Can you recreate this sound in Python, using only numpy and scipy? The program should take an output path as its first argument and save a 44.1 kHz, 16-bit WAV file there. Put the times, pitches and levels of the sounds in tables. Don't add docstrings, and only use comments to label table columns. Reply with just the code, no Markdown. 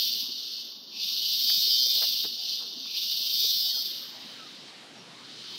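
import sys
import numpy as np
from scipy import signal
from scipy.fft import rfft, irfft, next_fast_len
from scipy.io import wavfile
from scipy.ndimage import uniform_filter1d

SR = 44100
rng = np.random.default_rng(int(sys.argv[2]) if len(sys.argv) > 2 else 0)


def voltage_ratio(level):
    return 10 ** (np.asarray(level, float) / 20)


def master_out(mix):
    frames = np.transpose(np.atleast_2d(mix))
    ceiling = np.clip(frames, -1, 1)
    pcm = np.round(ceiling * 32767).astype(np.int16)
    wavfile.write(sys.argv[1], SR, pcm)


N = 246059
TIME = np.arange(N) / SR

# (start [s], turns even [s], peak [dB], even rate [Hz], sag [Hz/s])
PHRASES = [
    (-1.1, -.55, -27, 133, 11),
    (.9, 1.45, -24.7, 133.5, 12),
    (2.84, 3.36, -25.6, 133.2, 9.8),
]
# (time [s], level [dB])
CHORUS = [(0, -35), (.34, -35), (.6, -36.5), (.8, -45.5), (.9, -46.5), (1.5, -38), (2.32, -35),
          (2.53, -30.5), (2.64, -36), (2.86, -38.5), (4.05, -44), (4.64, -48.5), (4.88, -58.5), (5.12, -56),
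          (5.47, -41.5), (5.58, -43)]
DISSOLVE_S, CROSS_S = (3.9, 4.25), (3.42, 4.2)


def unit(x):
    return x / np.sqrt(np.mean(x ** 2))


def curves(table):
    s, *columns = np.transpose(table)
    return [np.interp(TIME, s, c) for c in columns]


def colour(x, points):
    hz, db = np.transpose(points)
    size = next_fast_len(len(x))
    log_hz = np.log(np.arange(size // 2 + 1) * SR / size + 1)
    gain = voltage_ratio(np.interp(log_hz, np.log(hz), db))
    return unit(irfft(rfft(x, size) * gain, size)[:len(x)])


def walk(rate_hz):
    k = int(SR / rate_hz)
    held = np.repeat(rng.standard_normal(N // k + 1), k)
    return 0.89 * uniform_filter1d(uniform_filter1d(held, k), k)[:N]


def trunks(x, t60_s, wet_db):
    t = TIME[:SR // 2]
    scatter = rng.standard_normal(len(t)) * voltage_ratio(-60 * t / t60_s)
    scatter *= voltage_ratio(wet_db) / np.sqrt(np.sum(scatter ** 2))
    return unit(x + signal.fftconvolve(x, scatter)[:N])


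def near_singer():
    attack_s, build_db, built_db, step_s = .13, -5, -3.8, .07
    hold_s, tire_s, tired_db, stop_s, silent_db = .5, .27, -5, .12, -24
    rest_hz, rush_hz, rush_drop_s, steady_s = 128.5, 136.5, .06, .08
    even_peak, even_in_s, even_s, even_out_s, even_rest = .92, .15, .46, .2, .12
    dark_start_db, shell_build_db = -14, -5
    db, lift_db = np.full(N, -120.), np.zeros(N)
    hz, even = np.full(N, 1. * rest_hz), np.full(N, 1. * even_rest)
    for start, turn, peak_db, even_hz, sag in PHRASES:
        on = TIME >= start
        tired = turn + hold_s + tire_s
        times = (start, start + attack_s, turn - step_s, turn + step_s,
                 turn + hold_s, tired, tired + stop_s, tired + 3 * stop_s)
        shape_db = (silent_db, build_db, built_db, 0, 0, tired_db, silent_db, 3 * silent_db)
        db = np.where(on, peak_db + np.interp(TIME, times, shape_db), db)

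        times = (start, start + 1.5 * attack_s, turn)
        lift_db = np.where(on, np.interp(TIME, times, (dark_start_db, shell_build_db, 0)), lift_db)

        rush = np.interp(TIME, (start, turn - rush_drop_s, turn), (rest_hz, rush_hz, even_hz))
        sagging = np.maximum(even_hz - sag * np.maximum(TIME - turn - steady_s, 0), rest_hz - 1)
        hz = np.where(on, np.where(TIME < turn, rush, sagging), hz)

        times = (turn - even_in_s, turn + .02, turn + even_s, turn + even_s + even_out_s)
        even = np.where(on, np.interp(TIME, times, (even_rest, even_peak, even_peak, even_rest)), even)
    return db, lift_db, hz, even


def bands(near_db, lift_db):
    # (time [s], level above body [dB])
    chorus_shell = [(4.15, -18), (4.7, -31), (5.45, -33), (5.58, -22)]
    near_overtone_db, near_shell_db = -24, -8
    chorus_overtone_db, far_overtone_db = -30, -24
    dull_below_db, dull_slope = -37.5, 2.4
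    chorus_db = curves(CHORUS)[0]
    near = (voltage_ratio(near_db) * np.interp(TIME, CROSS_S, (1, 0))) ** 2
    chorus = voltage_ratio(chorus_db) ** 2
    far = np.interp(TIME, DISSOLVE_S, (0, 1))
    dull_db = chorus_overtone_db + dull_slope * np.minimum(chorus_db - dull_below_db, 0)
    dull_db = (1 - far) * dull_db + far * far_overtone_db

    def mix(a_db, b_db):
        return 10 * np.log10((near * voltage_ratio(2 * a_db) + chorus * voltage_ratio(2 * b_db)) / (near + chorus))

    body_db = 10 * np.log10(near + chorus)
    overtone_db = mix(near_overtone_db + .7 * lift_db, dull_db)
    return body_db, overtone_db, mix(near_shell_db + lift_db, curves(chorus_shell)[0])


def slack():
    rise_s, end_s = .05, .24
    return voltage_ratio(-15) * sum(np.interp(TIME, (s, s + rise_s, s + end_s), (0, 1, 0)) for s, *_ in PHRASES)


def singer(hz, trail, slip_s, scatter_db):
    turns = np.cumsum(hz) / SR
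    cycle = np.arange(int(turns[-1]))
    left = np.interp(cycle, turns, np.arange(N))
    right = np.interp(cycle + trail[left.astype(int)], turns, np.arange(N))
    chance = rng.standard_normal((2, 2, 1000))[:, :, :len(left)]
    place = np.clip(np.array([left, right]) + slip_s * SR * chance[0], 8, N - 9).ravel()
    size = (np.array([[1], [-.5]]) * voltage_ratio(scatter_db * chance[1])).ravel()
    taps = np.floor(place)[:, None] + np.arange(-7, 9)
    off = taps - place[:, None]
    shape = np.sinc(off) * np.cos(np.pi * off / 16) ** 2
    return np.bincount(taps.astype(int).ravel(), (size[:, None] * shape).ravel(), N)


def cicadas():
    # (time [s], muscle rate [Hz], share [0-1])
    second_song = [(1.5, 123.5, 0), (1.62, 123.8, 0), (1.72, 123.6, 0.35), (1.9, 121.9, .4),
                   (2.12, 119.6, 0.42), (2.2, 119, 0.16)]
    # (time [s], share of a cycle [0-1])
    trail_course = [(0, .55), (2.4, .55), (2.7, .5), (5.58, .5)]
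    # (frequency [Hz], density [dB/Hz])
    even_body = [(1240, -74), (2100, -36), (2450, -20), (2730, -33), (3130, -4), (3320, -4), (3670, 0),
                 (4040, -5.5), (4210, 0.5), (4990, -1.5), (5690, -7), (7000, -31.5), (9100, -74),
                 (15400, -120)]
    ragged_body = [(1240, -66), (2100, -38.5), (2260, -28), (2430, -26), (2970, -6.5), (3340, -6.5),
                   (3600, 0), (3960, -5), (4170, 1), (4540, 2.5), (5170, -6), (5610, -5), (5990, -11.5),
                   (6660, -25.5), (7000, -35.5), (9100, -95), (15400, -120)]
    far_body = [(1470, -39), (2500, -17), (3090, -0.5), (3320, -3.5), (3630, -0.5), (4360, 0.5),
                (5880, -10), (6500, -18.5), (8450, -52), (14300, -120)]
    slack_body = [(2100, -40), (2350, -6), (2550, 0), (2850, -4), (3300, -40)]
    # (frequency [Hz], density [dB/Hz])
    overtone_ring = [(6400, -25), (7300, -7), (8200, -1.5), (9400, -3), (10500, -9), (11300, -13),
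                     (13000, -23)]
    # (frequency [Hz], density [dB/Hz])
    hard_shell = [(6470, -69), (11000, -50), (11700, -12), (12200, -2), (13200, 3), (13700, 3.5),
                  (14300, 7.5), (15700, 0.5)]
    soft_shell = [(6470, -51), (11000, -29), (12500, 4.5), (13200, 4), (14100, 6.5), (15700, -4)]

    near_db, lift_db, lead_hz, even = near_singer()
    body_db, overtone_db, shell_db = bands(near_db, lift_db)
    second_hz, share = curves(second_song)
    trail = curves(trail_course)[0] + 0.0046 * walk(5.99)
    even, share = np.clip(even, 0, 1), np.clip(share, 0, 1)
    rest = np.sqrt(np.clip(1 - even ** 2 - share ** 2, 0, 1))

    lead = trunks(singer(lead_hz, trail, 9e-6, 0.8), 0.18, 10.0)
    second = trunks(singer(second_hz, trail, 9e-6, 1.28), 0.11, 7.0)
    ragged = sum(singer(pace * lead_hz, trail, 0.000199, 2.4) for pace in (1, 1.003, .94, .91, 1.05))
    ragged = trunks(ragged, 0.3, 6.2)

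    far = np.interp(TIME, DISSOLVE_S, (0, 1))
    buzz = np.sqrt(1 - far) * colour(ragged, ragged_body) + np.sqrt(far) * colour(ragged[::-1], far_body)
    body = even * colour(lead, even_body) + share * colour(second, even_body) + rest * buzz
    body = body + slack() * colour(ragged, slack_body)

    clicks = unit(1.05 * (even * lead + share * second) + (rest + 0.34) * ragged)
    throb = signal.butter(1, (11, 26), "band", fs=SR, output="sos")
    flutter_db = unit(signal.sosfilt(throb, rng.standard_normal(N)))
    overtone = colour(clicks, overtone_ring) * voltage_ratio(overtone_db + 0.71 * flutter_db)
    effort = np.clip((body_db + shell_db + 45) / 9, 0, 1)
    shell = effort * colour(clicks, hard_shell) + (1 - effort) * colour(clicks, soft_shell)
    shell = shell * voltage_ratio(shell_db + 0.83 * flutter_db)

    body = body * voltage_ratio(0.76 * flutter_db + .5 * walk(60))
    treble = (overtone + shell) * voltage_ratio(1.6 * walk(9))
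    return voltage_ratio(body_db) * (body + treble)


def air(points, flicker_db):
    out, gust, size = 0, walk(1.338), next_fast_len(N)
    noise = rfft(rng.standard_normal(size))
    octaves = np.log2(np.arange(size // 2 + 1) * SR / size + 1)
    for octave in np.arange(5, 14.5, .5):
        window = np.cos(np.pi * np.clip(octaves - octave, -.5, .5)) ** 2
        band = irfft(noise * window, size)[:N]
        depth_db = flicker_db * min(1, 400 / 2 ** octave) ** 0.2
        out = out + band * voltage_ratio(0.26 * gust + depth_db * walk(16))
    return colour(out, points)


def shade():
    # (frequency [Hz], density [dB/Hz])
    shade_spectrum = [(30, -53), (60, -52), (120, -17), (220, 0), (350, -6), (600, -11.5), (1200, -14),
                      (2000, -19), (5000, -37), (7200, -50), (11500, -59), (15000, -60)]
    hush_hz, hush_below_db, hush_slope = 1500, -39, 1.2
    sound = air(shade_spectrum, 4.0)
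    top = signal.sosfiltfilt(signal.butter(2, hush_hz, "high", fs=SR, output="sos"), sound)
    hush_db = hush_slope * np.minimum(curves(CHORUS)[0] - hush_below_db, 0)
    return voltage_ratio(-58.5) * (sound - top * (1 - voltage_ratio(hush_db)))


def rustles():
    # (time [s], peak [dB], centre [Hz], width [Hz], length [s])
    brushes = [(0.157, -57.5, 297, 200, 0.028), (0.222, -54.5, 222, 153, 0.028),
               (0.278, -53, 288, 200, 0.031), (1.497, -42, 2200, 2100, 0.009),
               (1.573, -53, 200, 150, 0.016), (1.67, -52, 380, 300, 0.0097),
               (1.863, -49.5, 453, 601, 0.009), (1.947, -55.5, 397, 905, 0.047),
               (2.008, -47.5, 632, 456, 0.042), (2.012, -46, 1400, 2200, 0.036),
               (2.232, -48.5, 320, 401, 0.034), (2.235, -50.5, 1000, 2200, 0.03),
               (2.26, -60, 79.7, 78.3, 0.014), (2.591, -57, 909, 1500, 0.061),
               (2.764, -53, 240.4, 200.8, 0.018), (2.853, -56.5, 1200, 1020, 0.011),
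               (3.199, -58, 270, 200, .015), (3.44, -50, 297.5, 402, 0.02),
               (3.441, -56.5, 1000, 910, 0.013), (3.64, -61.5, 690, 400, 0.058),
               (3.76, -56, 496, 900, 0.026)]
    out, size = np.zeros(N), 8192
    hz = np.arange(size // 2 + 1) * SR / size
    for s, db, centre_hz, width_hz, length_s in brushes:
        grain_db = 2.4 * rng.standard_normal(64).repeat(128)
        noise = rng.standard_normal(size) * voltage_ratio(grain_db)
        response = hz ** 2 / (hz ** 2 + 150 ** 2) / (1 + (2 * (hz - centre_hz) / width_hz) ** 4)
        band = unit(irfft(rfft(noise) * response))
        u = TIME[:size] / length_s
        burst = unit(band * u * np.exp(-2 * u ** 2)) * np.sqrt(length_s * SR / size)
        i = int(s * SR)
        out[i:i + size] += voltage_ratio(db) * burst
    return out


def breeze():
    # (frequency [Hz], density [dB/Hz])
    breeze_spectrum = [(30, -50), (60, -52), (120, -6.5), (250, 0), (500, -7.5), (1000, -9), (2200, -9),
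                       (4000, -7), (7000, -19), (11000, -29.5), (15000, -47)]
    return voltage_ratio(-49) * air(breeze_spectrum, 4.0)


def birds():
    # (time [s], length [s], start [Hz], end [Hz], level [dB])
    whistles = [
        (3.69, 0.047, 2180, 1720, -60),
        (3.735, 0.029, 1550, 1450, -57),
        (3.765, 0.04, 1370, 1330, -56),
        (4.38, 0.062, 1354, 1275, -47),
        (4.45, .035, 1255, 1200, -54),
        (4.94, .11, 5550, 5620, -55),
    ]
    out = np.zeros(N)
    for s, length_s, start_hz, end_hz, db in whistles:
        u = np.clip((TIME - s) / length_s, 0, 1)
        phase = 2 * np.pi * np.cumsum(start_hz + (end_hz - start_hz) * u) / SR
        out += voltage_ratio(db) * np.sin(np.pi * u) * np.sin(phase)
    return np.sqrt(np.mean(out ** 2)) * trunks(out, .15, -3.5)


def scene():
    cross = np.interp(TIME, CROSS_S, (0, 1))
    background = (1 - cross) * shade() + cross * breeze()
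    return (cicadas() + background + rustles() + birds())[None]


def band_limit(x):
    return signal.sosfilt(signal.butter(12, 16290, fs=SR, output="sos"), x)


def record(dry):
    thin = signal.sosfilt(signal.butter(1, 55, "high", fs=SR, output="sos"), dry)
    cut = signal.sosfilt(signal.ellip(10, .2, 80, 15730, fs=SR, output="sos"), thin)
    return band_limit(cut)


dry = scene()
out = record(dry)
master_out(out)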